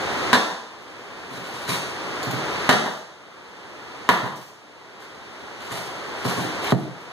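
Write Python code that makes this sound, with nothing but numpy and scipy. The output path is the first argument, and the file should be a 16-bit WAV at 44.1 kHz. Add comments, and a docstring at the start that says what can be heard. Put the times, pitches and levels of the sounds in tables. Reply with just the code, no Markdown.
"""A sledgehammer drives wooden wedges under the floor boards of a stripped, echoing kitchen.
At each blow the loosened wood rattles, the head rebounds and taps once more, and splinters patter down.
In between, boots land heel then sole and drag through grit, over a steady fan-like rush; at last the
head is dropped on the floor. A gain control ducks at hard blows and lets the rush swell back slowly."""
import sys
import numpy as np
from scipy import signal
from scipy.fft import rfft, irfft, next_fast_len
from scipy.io import wavfile
from scipy.ndimage import uniform_filter1d

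SR = 44100
rng = np.random.default_rng(int(sys.argv[2]) if len(sys.argv) > 2 else 0)


def master(y):
    """Save y as 16-bit WAV."""
    cut = np.clip(np.atleast_2d(y).T, -1, 1)
    pcm = np.round(cut * 32767)  # scale
    wavfile.write(sys.argv[1], SR, pcm.astype(np.int16))


N = 313987
REVERB_SIZE, SHOT_SIZE = 40000, 12288   # samples in the room response and in a dry one-shot


def from_db(db):
    """Decibels to gain."""
    return 10 ** (np.asarray(db) / 20)


def at_hz(points, hz):
    """Read a curve on a log-frequency axis."""
    known_hz, values = np.transpose(points)
    return np.interp(np.log(np.maximum(hz, 1)), np.log(known_hz), values)


def unit_energy(x):
    """Scale to an average energy of one per channel."""
    return x / np.sqrt(np.mean(np.sum(x ** 2, axis=-1)) + 1e-20)


def low_pass(x, hz):
    """Roll off the top at 12 dB per octave."""
    return signal.sosfilt(signal.butter(2, min(hz, .45 * SR), fs=SR, output="sos"), x)


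def high_pass(x, hz, order=2):
    """Roll off the low end."""
    return signal.sosfilt(signal.butter(order, hz, "high", fs=SR, output="sos"), x)


def fade(t60, size=SHOT_SIZE):
    """An exponential decay from 1."""
    return np.exp(-np.log(1000) * np.minimum(np.arange(size) / SR / t60, 2))


def mode(hz, t60):
    """A struck resonance."""
    return np.sin(2 * np.pi * hz * np.arange(SHOT_SIZE) / SR) * fade(t60)


def noise(spectrum, tilt_db=0):
    """Mono noise of rms 1 with the given colour, tilted per octave."""
    hz = np.fft.rfftfreq(SHOT_SIZE, 1 / SR)
    gain = from_db(at_hz(spectrum, hz) + tilt_db * np.log2(np.maximum(hz, 1)))
    return np.sqrt(SHOT_SIZE) * unit_energy(irfft(rfft(rng.standard_normal(SHOT_SIZE)) * gain))


def click(spectrum):
    """The tightest transient that has the given colour (minimum phase)."""
    hz = np.fft.rfftfreq(SHOT_SIZE, 1 / SR)
    cepstrum = irfft(np.log(from_db(at_hz(spectrum, hz))))
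    cepstrum[1:SHOT_SIZE // 2] *= 2
    cepstrum[SHOT_SIZE // 2 + 1:] = 0
    return irfft(np.exp(rfft(cepstrum)))


# stereo width of the ambience: (frequency [Hz], side minus mid [dB])
STEREO_WIDTH = [(100, 2), (300, -9), (550, -5.5), (1000, -9), (1600, 3), (4000, 0)]
def diffuse(size):
    """Frequencies and flat stereo spectrum of sound that arrives from all sides."""
    hz = np.fft.rfftfreq(size, 1 / SR)
    mid, side = rfft(rng.standard_normal((2, size)))
    width = from_db(at_hz(STEREO_WIDTH, hz))
    return hz, (mid + width * side * [[1], [-1]]) / np.sqrt(1 + width ** 2)


# colour of the air bed: (frequency [Hz], level [dB])
FAN_SPECTRUM = [(25, -41), (50, -12.5), (80, -5.5), (130, -5), (230, -3.5), (390, 3), (550, 0), (1100, -3),
                (1700, -3), (2600, -8.5), (4500, -14.5), (7000, -22.5), (10000, -30), (15000, -40.5)]
def fan(level_db=-24):
    """A steady rush of moving air fills the room."""
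    size = next_fast_len(N)
    hz, field = diffuse(size)
    rush = irfft(field * from_db(at_hz(FAN_SPECTRUM, hz)), size)[:, :N]
    return from_db(level_db) * np.sqrt(N) * unit_energy(rush)


# reverb decay of the bare room: (frequency [Hz], t60 [s])
REVERB_DECAY = [(60, 0.48), (250, 0.49), (700, 0.69), (2000, 0.56), (6000, 0.72), (14000, 0.44)]
def kitchen(direct_db=-7, early_db=-5, early_t60=.077, build_up_s=.00043):
    """Room response: the direct path, early echoes off the cabinets, and a tail that dies by band."""
    hz, field = diffuse(REVERB_SIZE)
    centres, t60s = np.transpose(REVERB_DECAY)
    bands = [at_hz(np.c_[centres, share], hz) for share in np.eye(len(centres))]
    tail = sum(irfft(field * band) * fade(t60, REVERB_SIZE) for band, t60 in zip(bands, t60s))
    early = irfft(diffuse(REVERB_SIZE)[1]) * fade(early_t60, REVERB_SIZE)
    build_up = np.minimum(np.arange(REVERB_SIZE) / SR / build_up_s, 1) ** 2
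    response = unit_energy(tail * build_up) + from_db(early_db) * unit_energy(early * build_up)
    response[:, 0] += from_db(direct_db)
    return response


def place(out, s, level_db, sound, room, window_s=.027):
    """Play a one-shot in the room at time s, with its loudest moment at the given rms level."""
    wet = signal.fftconvolve(sound[None], room, axes=1)[:, :REVERB_SIZE]
    power = uniform_filter1d(np.mean(wet ** 2, axis=0), int(window_s * SR))
    gain = from_db(level_db) / np.sqrt(power.max())
    start = max(round(s * SR), 0)
    out[:, start:start + REVERB_SIZE] += gain * wet[:, :N - start]


# colour of a wood chip: (frequency [Hz], level [dB])
CHIP_SPECTRUM = [(500, -17), (2000, 4), (6000, 2), (11000, -5), (15000, -5)]
def chip_ticks(envelope):
    """Small bits of wood tick brightly at each spike of the envelope."""
    return noise(CHIP_SPECTRUM) * envelope


# stray chips: (time [s], level [dB])
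CHIP_CUES = [(.823, -43), (.99, -45.5), (2.23, -28.5), (2.311, -32.5), (7.008, -39)]
def snapping_chips():
    """Single chips snap, one short tick each."""
    for s, level_db in CHIP_CUES:
        yield s, level_db, chip_ticks(fade(t60=.0062))


def splinters(per_s=110, shower_t60=.6, length_s=.15, spread_db=4, tick_t60=.012):
    """A short, fading shower of chips, each with a size of its own."""
    t = np.arange(SHOT_SIZE) / SR
    sizes = from_db(spread_db * np.clip(rng.standard_normal(SHOT_SIZE), -2, 2))
    lands = rng.random(SHOT_SIZE) < per_s / SR
    lands[0] = True
    hits = sizes * lands * (t < length_s) * fade(shower_t60)
    return chip_ticks(signal.fftconvolve(hits, fade(tick_t60))[:SHOT_SIZE])


# colour of sliding grit: (frequency [Hz], level [dB])
GRIT_SPECTRUM = [(100, -25), (350, 3), (1800, 4), (3500, 2), (7000, -6.5), (10500, -8.5), (15000, -17)]
def scrape(length_s, tilt_db=0, catches_per_s=500, rough_db=6, edge_s=.0017):
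    """Grit catches and slips many times during one stroke."""
    t = np.arange(SHOT_SIZE) / SR
    stroke = np.clip(np.minimum(t, length_s - t) / edge_s, 0, 1)
    catches = np.clip(rng.standard_normal(SHOT_SIZE), -2, 2)[(t * catches_per_s).astype(int)]
    return noise(GRIT_SPECTRUM, tilt_db) * stroke * from_db(rough_db * catches)


# strokes along the floor: (time [s], length [s], level [dB])
DRAG_CUES = [(1.427, 0.32, -27.5), (4.999, 0.047, -27), (5.603, 0.29, -28), (6.169, .26, -30.5),
             (6.619, 0.22, -24.5)]
def drags():
    """Boots and hammer head drag through grit, darker than a scuff."""
    for s, length_s, level_db in DRAG_CUES:
        yield s, level_db, scrape(length_s, tilt_db=-1.4)


# modes of the subfloor on its joists: (frequency [Hz], level [dB], t60 [s])
SUBFLOOR_MODES = [(84, -23, 0.11), (138.3, 1.5, 0.092), (156.4, -14.5, 0.38), (171.6, -5.5, 0.095),
                  (266, -6, 0.073), (312.5, -6, 0.15), (392, -10, 0.058)]
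def floor_boom(spread_db=4.5, radiates_from_hz=120):
    """The subfloor rings; each spot favours different modes, and long waves barely radiate."""
    spot_db = rng.normal(0, spread_db, len(SUBFLOOR_MODES))
    boards = sum(from_db(db + spot_db[k]) * mode(hz, t60) * (-1) ** k
                 for k, (hz, db, t60) in enumerate(SUBFLOOR_MODES))
    return unit_energy(high_pass(boards, radiates_from_hz, order=4))


# colour of a hit on wood: (frequency [Hz], level [dB])
CRACK_SPECTRUM = [(40, -22), (80, -27), (160, 4), (400, 2), (750, 4), (1000, -2.5), (1400, -3.5), (1800, 3),
                  (2300, -9), (3500, -8), (6500, -18.5), (10000, -20), (15000, -28)]
def crack(bright_hz, crunch_db, crunch_t60=.068):
    """One sharp contact, then wood fibres go on crushing; a softer contact is duller."""
    force = from_db(crunch_db) * unit_energy(rng.standard_normal(SHOT_SIZE) * fade(crunch_t60))
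    force[0] += 1   # the contact itself
    wood = signal.fftconvolve(force, click(CRACK_SPECTRUM))[:SHOT_SIZE]
    return unit_energy(low_pass(wood, bright_hz))


def thud(knock_db, db_per_octave=8.5):
    """A heavy landing: floor boom plus a dull knock that brightens as it gets louder."""
    bright_hz = 1480 * 2 ** (knock_db / db_per_octave)
    return floor_boom() + from_db(knock_db) * crack(bright_hz, crunch_db=-12)


# boots on the subfloor:
# (time [s], heel level [dB], knock against boom [dB], sole against heel [dB], scuff level [dB])
STEP_CUES = [(1.31, -26.5, -9.5, 0, -29), (1.685, -20, -5, -9, -16.5), (2.267, -23.5, -10.5, 1, -51),
             (4.227, -2.5, -13, -19, -27), (5.712, -21.5, 2.5, -2, -21.5), (6.251, -14, 0, -9, -22.5),
             (6.376, -19, -7.5, -5, -28.5)]
def footsteps(scuff_lead_s=.01, sole_after_s=.061, sole_knock_db=5):
    """The boot slides, the heel lands, and the sole follows with a little more knock."""
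    for s, level_db, knock_db, sole_db, scuff_db in STEP_CUES:
        yield s - scuff_lead_s, scuff_db, scrape(length_s=.085)
        yield s, level_db, thud(knock_db)
        yield s + sole_after_s, level_db + sole_db, thud(knock_db + sole_knock_db)


def dropped_head(drop_s=6.7225, drop_db=1, bounce_after_s=.092, bounce_loss_db=21):
    """The hammer head lands and bounces once, a thud with its deep bass cut."""
    for s, level_db in (drop_s, drop_db), (drop_s + bounce_after_s, drop_db - bounce_loss_db):
        yield s, level_db, high_pass(thud(knock_db=-8), hz=135)


def wedge_ring(hz, t60):
    """One short resonance of a struck wedge, with a hard attack."""
    return unit_energy(np.diff(mode(hz, t60), prepend=0))


def wood_hit(hz, ring_db, boom_db, bright_hz, crunch_db):
    """A crack, layered with two short rings of the wood and the floor under it."""
    ring = from_db(ring_db) * wedge_ring(hz, t60=.013)
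    clack = from_db(-14.5) * wedge_ring(hz=1653, t60=.014)   # the upper ring that all wedges share
    return crack(bright_hz, crunch_db) + ring + clack + from_db(boom_db) * floor_boom()


def rattle(s, level_db, boom_db, slaps=3, first_gap_s=.0082, slowing=1.22, uneven=.11, rise_db=1.1):
    """Loosened wood slaps back unevenly; the gaps tend to widen and each slap is a touch louder."""
    gaps = first_gap_s * slowing ** np.arange(slaps) * (1 + uneven * rng.standard_normal(slaps))
    for k, after_s in enumerate(np.cumsum(gaps)):
        hz = 1410 * (1 + uneven * rng.standard_normal())
        slap = wood_hit(hz, ring_db=-9, boom_db=boom_db, bright_hz=7950, crunch_db=1.5)
        yield s + after_s, level_db + k * rise_db, slap


# hammer on wedge: (time [s], level [dB], wedge pitch [Hz], ring against crack [dB], brightness [Hz],
# rattle against blow [dB], rebound against blow [dB], splinter flight [s])
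BLOW_CUES = [(0.33, 6.5, 865, -12.5, 8000, -4, -20, 0.09), (2.6913, 12.5, 660, -10, 8500, -5.5, -13, .19),
             (4.090, 17, 966, -3, 3930, -21, -20, .265)]
def sledgehammer(rebound_s=.169, splinters_db=-37.5):
    """Steel hits the wedge, the wood rattles, the head comes down again dully, and splinters land."""
    for s, level_db, wedge_hz, ring_db, bright_hz, rattle_db, rebound_db, flight_s in BLOW_CUES:
        boom_db = level_db - 29.5   # heavier blows shake the floor more
        crunch_db = .9 * rattle_db   # a wedge that rattles crushes more fibres
        yield s, level_db, wood_hit(wedge_hz, ring_db, boom_db, bright_hz, crunch_db)
        yield from rattle(s, level_db + rattle_db, boom_db)
        tap = wood_hit(hz=900, ring_db=-6, boom_db=-18, bright_hz=1900, crunch_db=-16)
        yield s + rebound_s, level_db + rebound_db, tap
        yield s + flight_s, level_db + splinters_db, splinters()


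def scene():
    """All the work on the floor plays in one room, over the fan."""
    room, out = kitchen(), fan()
    for layer in sledgehammer(), footsteps(), drags(), snapping_chips(), dropped_head():
        for s, level_db, sound in layer:
            place(out, s, level_db, sound, room)
    return out


def widen(x, cross=.65, from_hz=650, lag_samples=17):
    """Above the bass each channel has the other's delayed signal taken off, which combs the centre."""
    size = next_fast_len(N + REVERB_SIZE)
    hz, channels = np.fft.rfftfreq(size, 1 / SR), rfft(x, size)
    leak = cross * hz ** 2 / (hz ** 2 + from_hz ** 2)
    delay = np.exp(-2j * np.pi * hz * lag_samples / SR)
    return irfft(channels - leak * delay * channels[::-1], size)[:, :N]


def gain_control(x, limit_db=-11.5, bass_db=7, window_s=.037, ahead_s=.0025, release_s=4.485):
    """The gain ducks at once when the level passes the limit, bass weighing more, and creeps back."""
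    sidechain = np.mean(x ** 2 + (from_db(bass_db) * low_pass(x, hz=527)) ** 2, axis=0)
    size = int(window_s * SR)
    power = np.abs(uniform_filter1d(sidechain, size, origin=(size - 1) // 2))
    cut_db = np.maximum(10 * np.log10(power + 1e-12) - limit_db, 0)
    cut_db[0] = 3   # opens slightly ducked
    t = np.arange(N) / SR
    release, bias_db = np.exp(-t / release_s), 28   # a deep cut recovers faster than a shallow one
    held_db = np.maximum.accumulate((cut_db + bias_db) / release) * release - bias_db
    smooth_db = uniform_filter1d(held_db, int(ahead_s * SR))
    return x * from_db(-np.interp(t + ahead_s, t, smooth_db))


def record(dry, ceiling=.77, low_cut_hz=60, top_cut_hz=15500):
    """Master chain: stereo widening, gain control, a bass cut, soft clipping and a steep top cut."""
    levelled = high_pass(gain_control(widen(dry)), low_cut_hz)
    rounded = ceiling * np.tanh(levelled / ceiling)
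    return signal.sosfilt(signal.ellip(10, .1, 80, top_cut_hz, fs=SR, output="sos"), rounded)


dry = scene()
out = record(dry)
master(out)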